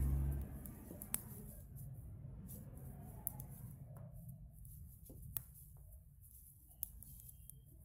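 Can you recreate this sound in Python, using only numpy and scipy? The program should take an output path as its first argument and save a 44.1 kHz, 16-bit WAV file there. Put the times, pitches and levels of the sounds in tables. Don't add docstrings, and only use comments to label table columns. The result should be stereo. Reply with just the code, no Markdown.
import sys
import numpy as np
from scipy import signal
from scipy.fft import rfft, irfft, next_fast_len
from scipy.io import wavfile
from scipy.ndimage import uniform_filter1d, map_coordinates

SR = 44100
rng = np.random.default_rng(int(sys.argv[2]) if len(sys.argv) > 2 else 0)


def store_wav(level_fs):
    pcm = np.round(np.clip(np.atleast_2d(level_fs), -1, 1) * 32767)
    wavfile.write(sys.argv[1], SR, pcm.T.astype(np.int16))


N = 345957


def amp(db):
    return 10 ** (np.asarray(db) / 20)


def unit(x):
    return x / np.sqrt(np.mean(x ** 2) + 1e-20)


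def along(points, hz):
    point_hz, value = np.transpose(points)
    return np.interp(np.log(hz + 1), np.log(point_hz + 1), value)


def curves(rows):
    time_s, *columns = np.transpose(rows)
    return [np.interp(np.arange(N) / SR, time_s, column) for column in columns]


def wobble(rate_hz):
    knots = rng.standard_normal(int(N * rate_hz / SR) + 4)
    return map_coordinates(knots, [np.arange(N) * rate_hz / SR])


def sides(pan_db):
    return amp([pan_db / 2, -pan_db / 2])


def filtered(x, response):
    m = next_fast_len(x.shape[-1] + 8192)
    spectrum = rfft(x, m) * response(np.fft.rfftfreq(m, 1 / SR))
    return irfft(spectrum, m)[..., :x.shape[-1]]


def rush(spectrum, alike, patchy_db, grain_db=0, size=512):
    grains = rng.standard_normal((2, N)) * amp(grain_db * wobble(740))
    z = signal.stft(grains, nperseg=size)[2]
    field = uniform_filter1d(rng.standard_normal(z.shape[1:]), size=2, axis=0)
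    field = uniform_filter1d(field, size=8, axis=1)
    pair = signal.istft(z * amp(patchy_db * unit(field)), nperseg=size)[1][:, :N]

    def mid_side_response(hz):
        turn = np.arccos(np.clip(along(alike, hz), -1, 1)) / 2
        return amp(along(spectrum, hz)) * [np.cos(turn), np.sin(turn)]

    mid, side = filtered(pair, mid_side_response)
    return unit(np.array([mid + side, mid - side]))


def room_tail():
    # hz, t60_s
    room = [(300, 0.3), (3000, 0.084), (15500, 0.064)]
    hz, t, z = signal.stft(rng.standard_normal((2, SR // 3)), SR, nperseg=256)
    decay = amp(-60 * t / along(room, hz)[:, None])
    tail = signal.istft(z * decay, SR, nperseg=256)[1][:, :SR // 3]
    return tail / np.linalg.norm(tail[0])


def ring(modes, low_db, t):
    low_modes_hz = 8600
    grip = 1 + .01 * rng.standard_normal(len(modes))
    out = 0
    for (hz, db, t60_s), shift in zip(modes, grip):
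        level_db = db + low_db * (hz < low_modes_hz) + 1.5 * rng.standard_normal((2, 1))
        phase_turns = np.array([[-.125], [.125]]) + .04 * rng.standard_normal((2, 1))
        out = out + amp(level_db - 60 * t / t60_s) * np.sin(2 * np.pi * (hz * shift * t + phase_turns))
    return out


def needles():
    # start_s, peak_db (before pan), low_modes_db, left_right_db, right_needle_share (0-1)
    ticks = [(.415, -39.5, 0, 0, 0.75), (0.6567, -30.5, 4, -11.5, 0.55), (1.0189, -29, -4, -11.5, 0.64),
             (1.1439, -15.5, 8.5, -0.5, 0.35), (1.3822, -37.5, 3, -2, 0.6), (2.775, -48, 2, -12.5, 0.8),
             (3.2711, -15.5, -7, -4, 0.62), (3.285, -36, -4, 2, 0.7), (3.4, -29.5, 8.5, -2, 0.6),
             (3.7114, -44, -5.5, -8, 0.84), (3.967, -46, -5.5, -10, 0.45), (4.5854, -46, -6.5, -2, 0.4),
             (4.653, -44, -12, -16, 0.97), (5.3668, -17, 5, 6, 0.56), (6.3105, -48, -4, -15, 0.5),
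             (6.8309, -15.5, 4, 5, 0.73), (7.0261, -36, -18, -12, 0.9), (7.1993, -36, 15.5, -4, 0.63),
             (7.2936, -42, 8, -9, 0.9), (7.4955, -32, 1.5, -9.5, 0.64)]
    # hz (before grip shift), relative_db, t60_s
    left_needle = [(2300, -29, .004), (5250, -23, .005), (7900, -16, .007), (9770, -6, .009),
                   (11950, -8, .009), (14300, 0, .009), (15600, -8, .005)]
    right_needle = [(3400, -35, .009), (6450, -25, .007), (9400, -6, .003), (11200, -3, .007),
                    (13000, 0, .0055), (15300, 1, .0045)]
    # centre_s, peak_db (before pan), left_right_db
    clicks = [(.416, -50, 2), (1.144, -25.5, 4), (5.3675, -38, 18.5)]
    out, t = np.zeros((2, N + SR)), np.arange(SR // 40) / SR
    rise = (1 - np.exp(-t / 0.0005)) ** 2
    for start_s, db, low_db, pan_db, share in ticks:
        crack = amp(-60 * t / .004) * np.diff(rng.standard_normal((2, len(t) + 3)), 3)
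        left = (1 - share) * ring(left_needle, low_db, t)
        right = share * ring(right_needle, low_db, t)
        steel = rise * (left + right + 0.24 * crack)
        tick = amp(db) * steel / np.abs(steel).max(1, keepdims=True)
        echo = np.pad(signal.fftconvolve(tick, room_tail(), axes=1), ((0, 0), (200, 0)))
        start = round(start_s * SR)
        out[:, start:start + len(t)] += tick * sides(pan_db)[:, None]
        out[:, start:start + echo.shape[1]] += amp(-18) * echo
    for centre_s, db, pan_db in clicks:
        click = np.exp(-((np.arange(N) / SR - centre_s) / .00007) ** 2)
        out[:, :N] += amp(db) * sides(pan_db)[:, None] * click
    return out[:, :N]


def wool():
    # peak_s, length_s, level_db (before pan and snags), low_reach_db
    strokes = [(0.022, 0.13, -57.5, -12), (0.17, 0.48, -65.5, -15), (0.324, 0.025, -53.5, -34),
               (0.575, 0.16, -66, -23), (0.667, 0.096, -61, -13), (0.76, 0.1, -61.5, -17.5),
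               (0.877, 0.14, -60.5, -12), (1.023, 0.095, -58, -15.5), (1.167, 0.1, -53, -14.5),
               (1.33, 0.16, -55, -17), (1.501, 0.15, -58.5, -17.5), (1.607, 0.047, -62, -13),
               (1.791, 0.07, -57, -19.5), (1.984, 0.14, -68, -39), (2.514, 0.094, -54, -13),
               (2.778, 0.11, -67.5, -21), (2.868, 0.11, -64, -24), (3.09, 0.22, -65, -18),
               (3.302, 0.054, -53.5, -17.5), (3.403, 0.063, -62.5, -12.5), (3.561, 0.21, -59.5, -18.5),
               (3.967, 0.047, -74.5, -17), (4.19, 0.17, -67.5, -23), (4.291, 0.016, -56, -47),
               (4.578, 0.18, -70, -33.5), (4.71, 0.14, -60.5, -18.5), (4.918, 0.14, -62.5, -21.5),
               (5.067, 0.072, -59, -13), (5.175, 0.094, -65, -19), (5.236, 0.05, -63, -27),
               (5.368, 0.16, -59, -43), (5.399, 0.11, -63, -11.5), (5.583, 0.17, -59.5, -18.5),
               (5.746, 0.63, -72, -30), (5.928, 0.056, -64, -34.5), (6.244, 0.072, -61.5, -27),
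               (6.355, 0.13, -58, -17.5), (6.468, 0.11, -62, -26), (6.617, 0.28, -68, -20),
               (6.715, 0.048, -61.5, -25), (6.859, 0.11, -59.5, -16.5), (7.08, 0.24, -57.5, -14.5),
               (7.256, 0.13, -61, -15.5), (7.291, 0.011, -50.5, -21), (7.432, 0.18, -65, -62),
               (7.69, 0.11, -67.5, -25), (7.82, 0.11, -70.5, -37)]
    # hz, relative_db_per_hz
    top_spectrum = [(3500, -45.5), (6000, -31), (9000, -9), (11600, 0.5), (13400, 0.5), (15600, -2),
                    (15950, -42)]
    low_spectrum = [(1500, -33), (2600, -11), (5000, -4.5), (8000, 2), (11000, -40.5)]
    rise_share, slope_db = 0.28, 9
    edge = 1.32
    pan_db = -5
    t, top_power, low_power = np.arange(N) / SR, np.zeros(N), np.zeros(N)
    for peak_s, length_s, db, low_db in strokes:
        near = slice(max(round((peak_s - .6) * SR), 0), round((peak_s + .6) * SR))
        before, after = (peak_s - t[near]) / rise_share, (t[near] - peak_s) / (1 - rise_share)
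        away = np.where(t[near] < peak_s, before, after) / length_s
        power = amp(db - slope_db * away ** edge) ** 2
        top_power[near] += power
        low_power[near] += power * amp(low_db) ** 2
    fizz = rush(top_spectrum, [(8000, 0.003)], patchy_db=2.5, grain_db=2.2)
    brush = rush(low_spectrum, [(4000, 0)], patchy_db=4.5, grain_db=3)
    snag_db = 1.1 * wobble(30)
    strokes_sound = np.sqrt(top_power) * fizz + np.sqrt(low_power) * brush
    return amp(snag_db) * sides(pan_db)[:, None] * strokes_sound


def knocks():
    # push_s, push_db (before pan), push_hz, tail_db (before decay), tail_t60_s, push_left_right_db
    blows = [(0.91, -40.5, 196, -47.5, 0.16, -2), (3.968, -49, 610, -62, 0.39, -11),
             (5.098, -46, 172, -50.5, 0.26, -2), (5.3688, -53.5, 980, -68, 0.47, 18),
             (5.7694, -61.5, 484, -72, 0.27, -21), (7.028, -67.5, 450, -72, 0.1, 0.1)]
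    out, t = np.zeros((2, N + SR)), np.arange(SR // 3) / SR
    for push_s, db, hz, tail_db, t60_s, pan_db in blows:
        u = 2 * np.pi * hz * t - 3
        pulse = (u * u - 1) * np.exp(-u * u / 2)
        push = amp(db) * pulse * sides(pan_db)[:, None]

        def dull_response(f):
            low_cut = (f / 150) ** 2 / (1 + (f / 150) ** 2)
            return low_cut / (1 + (f / (2 * hz)) ** 4)

        noise = rng.standard_normal((2, len(t))) + rng.standard_normal(len(t))
        dull = unit(filtered(noise, dull_response))
        tail = amp(tail_db - 60 * t / t60_s) * (1 - np.exp(-t / 0.0014)) * dull
        out[:, round((push_s - .5 / hz) * SR):][:, :len(t)] += push + tail
    return out[:, :N]


def engine():
    # time_s, level_db (before order levels)
    fade = [(0, -39), (.3, -40), (.45, -49), (.6, -55), (1, -100)]
    # multiple_of_firing_rate, relative_db
    orders = [(0.98, 0), (2, -4), (10 / 3, -21), (4, -22.5), (14 / 3, -20)]
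    firing_hz = 68.84
    (db,) = curves(fade)
    turns = np.cumsum(firing_hz + .3 * wobble(4)) / SR
    hum = 0
    for multiple, order_db in orders:
        order = np.sin(2 * np.pi * (multiple * turns + rng.random()))
        hum = hum + amp(order_db + .8 * wobble(8)) * order
    return np.sqrt(2) * amp(db) * hum


def street():
    # time_s, deep_rumble_db, drone_db, tyre_roar_db, swish_db
    levels = [(0, -46.5, -57, -51.5, -61), (0.66, -56.5, -57, -55.5, -68), (1.32, -59.5, -58, -61, -67.5),
              (1.65, -58.5, -59, -66, -81), (1.98, -56.5, -54.5, -63, -82), (2.64, -57, -53.5, -61, -73),
              (3.3, -57, -54.5, -59.5, -71), (3.63, -60, -53.5, -65, -74.5),
              (3.96, -62.5, -53.5, -74, -84.5), (4.29, -58.5, -55, -82, -92), (4.95, -58, -62.5, -77, -92),
              (5.28, -56, -55.5, -79, -95), (5.61, -61, -65.5, -80.5, -102), (5.94, -58, -67, -89, -94.5),
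              (6.6, -66, -70, -85.5, -100.5), (6.93, -60, -64.5, -77, -84), (7.59, -61.5, -64, -82.5, -100),
              (7.83, -60.5, -63.5, -80, -92)]
    # hz, relative_db_per_hz
    deep_spectrum = [(15, -34), (30, -11.5), (50, 2), (90, -1), (130, -17.5), (200, -120)]
    drone_spectrum = [(70, -120), (100, -0.5), (140, 3), (185, -10), (240, -32), (800, -120)]
    roar_spectrum = [(120, -23), (200, 3), (322, -12.5), (709, -17), (1100, -55)]
    swish_spectrum = [(450, -27.5), (750, -1), (1250, -5), (1450, -8.5), (1680, -5.5), (2150, -13),
                      (2350, -13.5), (4000, -30.5), (8800, -100)]
    # hz, correlation (-1 to 1)
    alike = [(40, 0.92), (250, 0.93), (640, 0.43), (1400, -0.27), (4000, -0.29)]
    deep_db, drone_db, roar_db, swish_db = curves(levels)
    deep = amp(deep_db + 0.34 * wobble(13.0)) * rush(deep_spectrum, alike, patchy_db=0.0)
    drone = amp(drone_db + 1.5 * wobble(6)) * rush(drone_spectrum, alike, patchy_db=1.8, size=2048)
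    roar = amp(roar_db + .7 * wobble(9.3)) * rush(roar_spectrum, alike, patchy_db=3.5, size=2048)
    swish = amp(swish_db) * rush(swish_spectrum, alike, patchy_db=4.5, size=2048)
    return deep + drone + roar + swish


def tones():
    # start_s, length_s, centre_hz, width_hz, level_db (before swell and flutter)
    faint_tones = [(0.926, 0.14, 602, 35, -61), (2.52, 0.52, 510, 62.4, -69), (2.8, 0.97, 708, 60, -70),
                   (3.13, 0.47, 851, 49, -69), (1.3, 0.23, 412, 32.7, -64.5),
                   (1.48, 0.16, 585, 58.7, -65.5), (3.74, 0.52, 620, 110, -68.5),
                   (4.15, 0.48, 651, 69.4, -79.5), (5.799, 0.27, 630, 60, -79),
                   (6.684, 0.22, 717, 106, -78), (6.681, 0.3, 2940, 170, -87), (7.071, 0.28, 3185, 44, -81),
                   (7.299, 0.44, 3188, 45, -83.5), (7.302, 0.22, 2810, 70, -89),
                   (7.661, 0.46, 620, 48.5, -79), (7.687, 0.13, 316, 49.4, -74.5)]
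    out = np.zeros((2, N + SR))
    for start_s, length_s, hz, width_hz, db in faint_tones:
        noise = rng.standard_normal((2, SR)) + rng.standard_normal(SR)
        band = unit(filtered(noise, lambda f: np.exp(-((f - hz) / width_hz) ** 2)))
        swell = np.sin(np.pi * np.clip(np.arange(SR) / SR / length_s, 0, 1) ** .7)
        flutter_db = 3 * wobble(18)[:SR]
        out[:, round(start_s * SR):][:, :SR] += amp(db + flutter_db) * swell * band
    return out[:, :N]


def hiss():
    # hz, relative_db_per_hz
    spectrum = [(120, -39), (200, -4), (388, -15), (3170, -34.5), (6990, -41), (11100, -21.5),
                (15100, -27.5), (16000, -52.5)]
    return amp(-84.0) * rush(spectrum, [(1000, 0.0044)], patchy_db=8.5, size=2048)


def scene():
    return needles() + wool() + knocks() + engine() + street() + tones() + hiss()


def record(dry):
    # hz, left_right_db
    ports = [(2000, 0.5), (4500, 0), (8000, -3.5), (11000, -11), (13500, 5)]
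    top_hz, fade_hz = 16950, 500

    def port_response(hz):
        band_edge = np.clip((top_hz - hz) / fade_hz, 0, 1) ** 2
        return sides(along(ports, hz)) * band_edge

    return filtered(dry, port_response)


dry = scene()
out = record(dry)
store_wav(out)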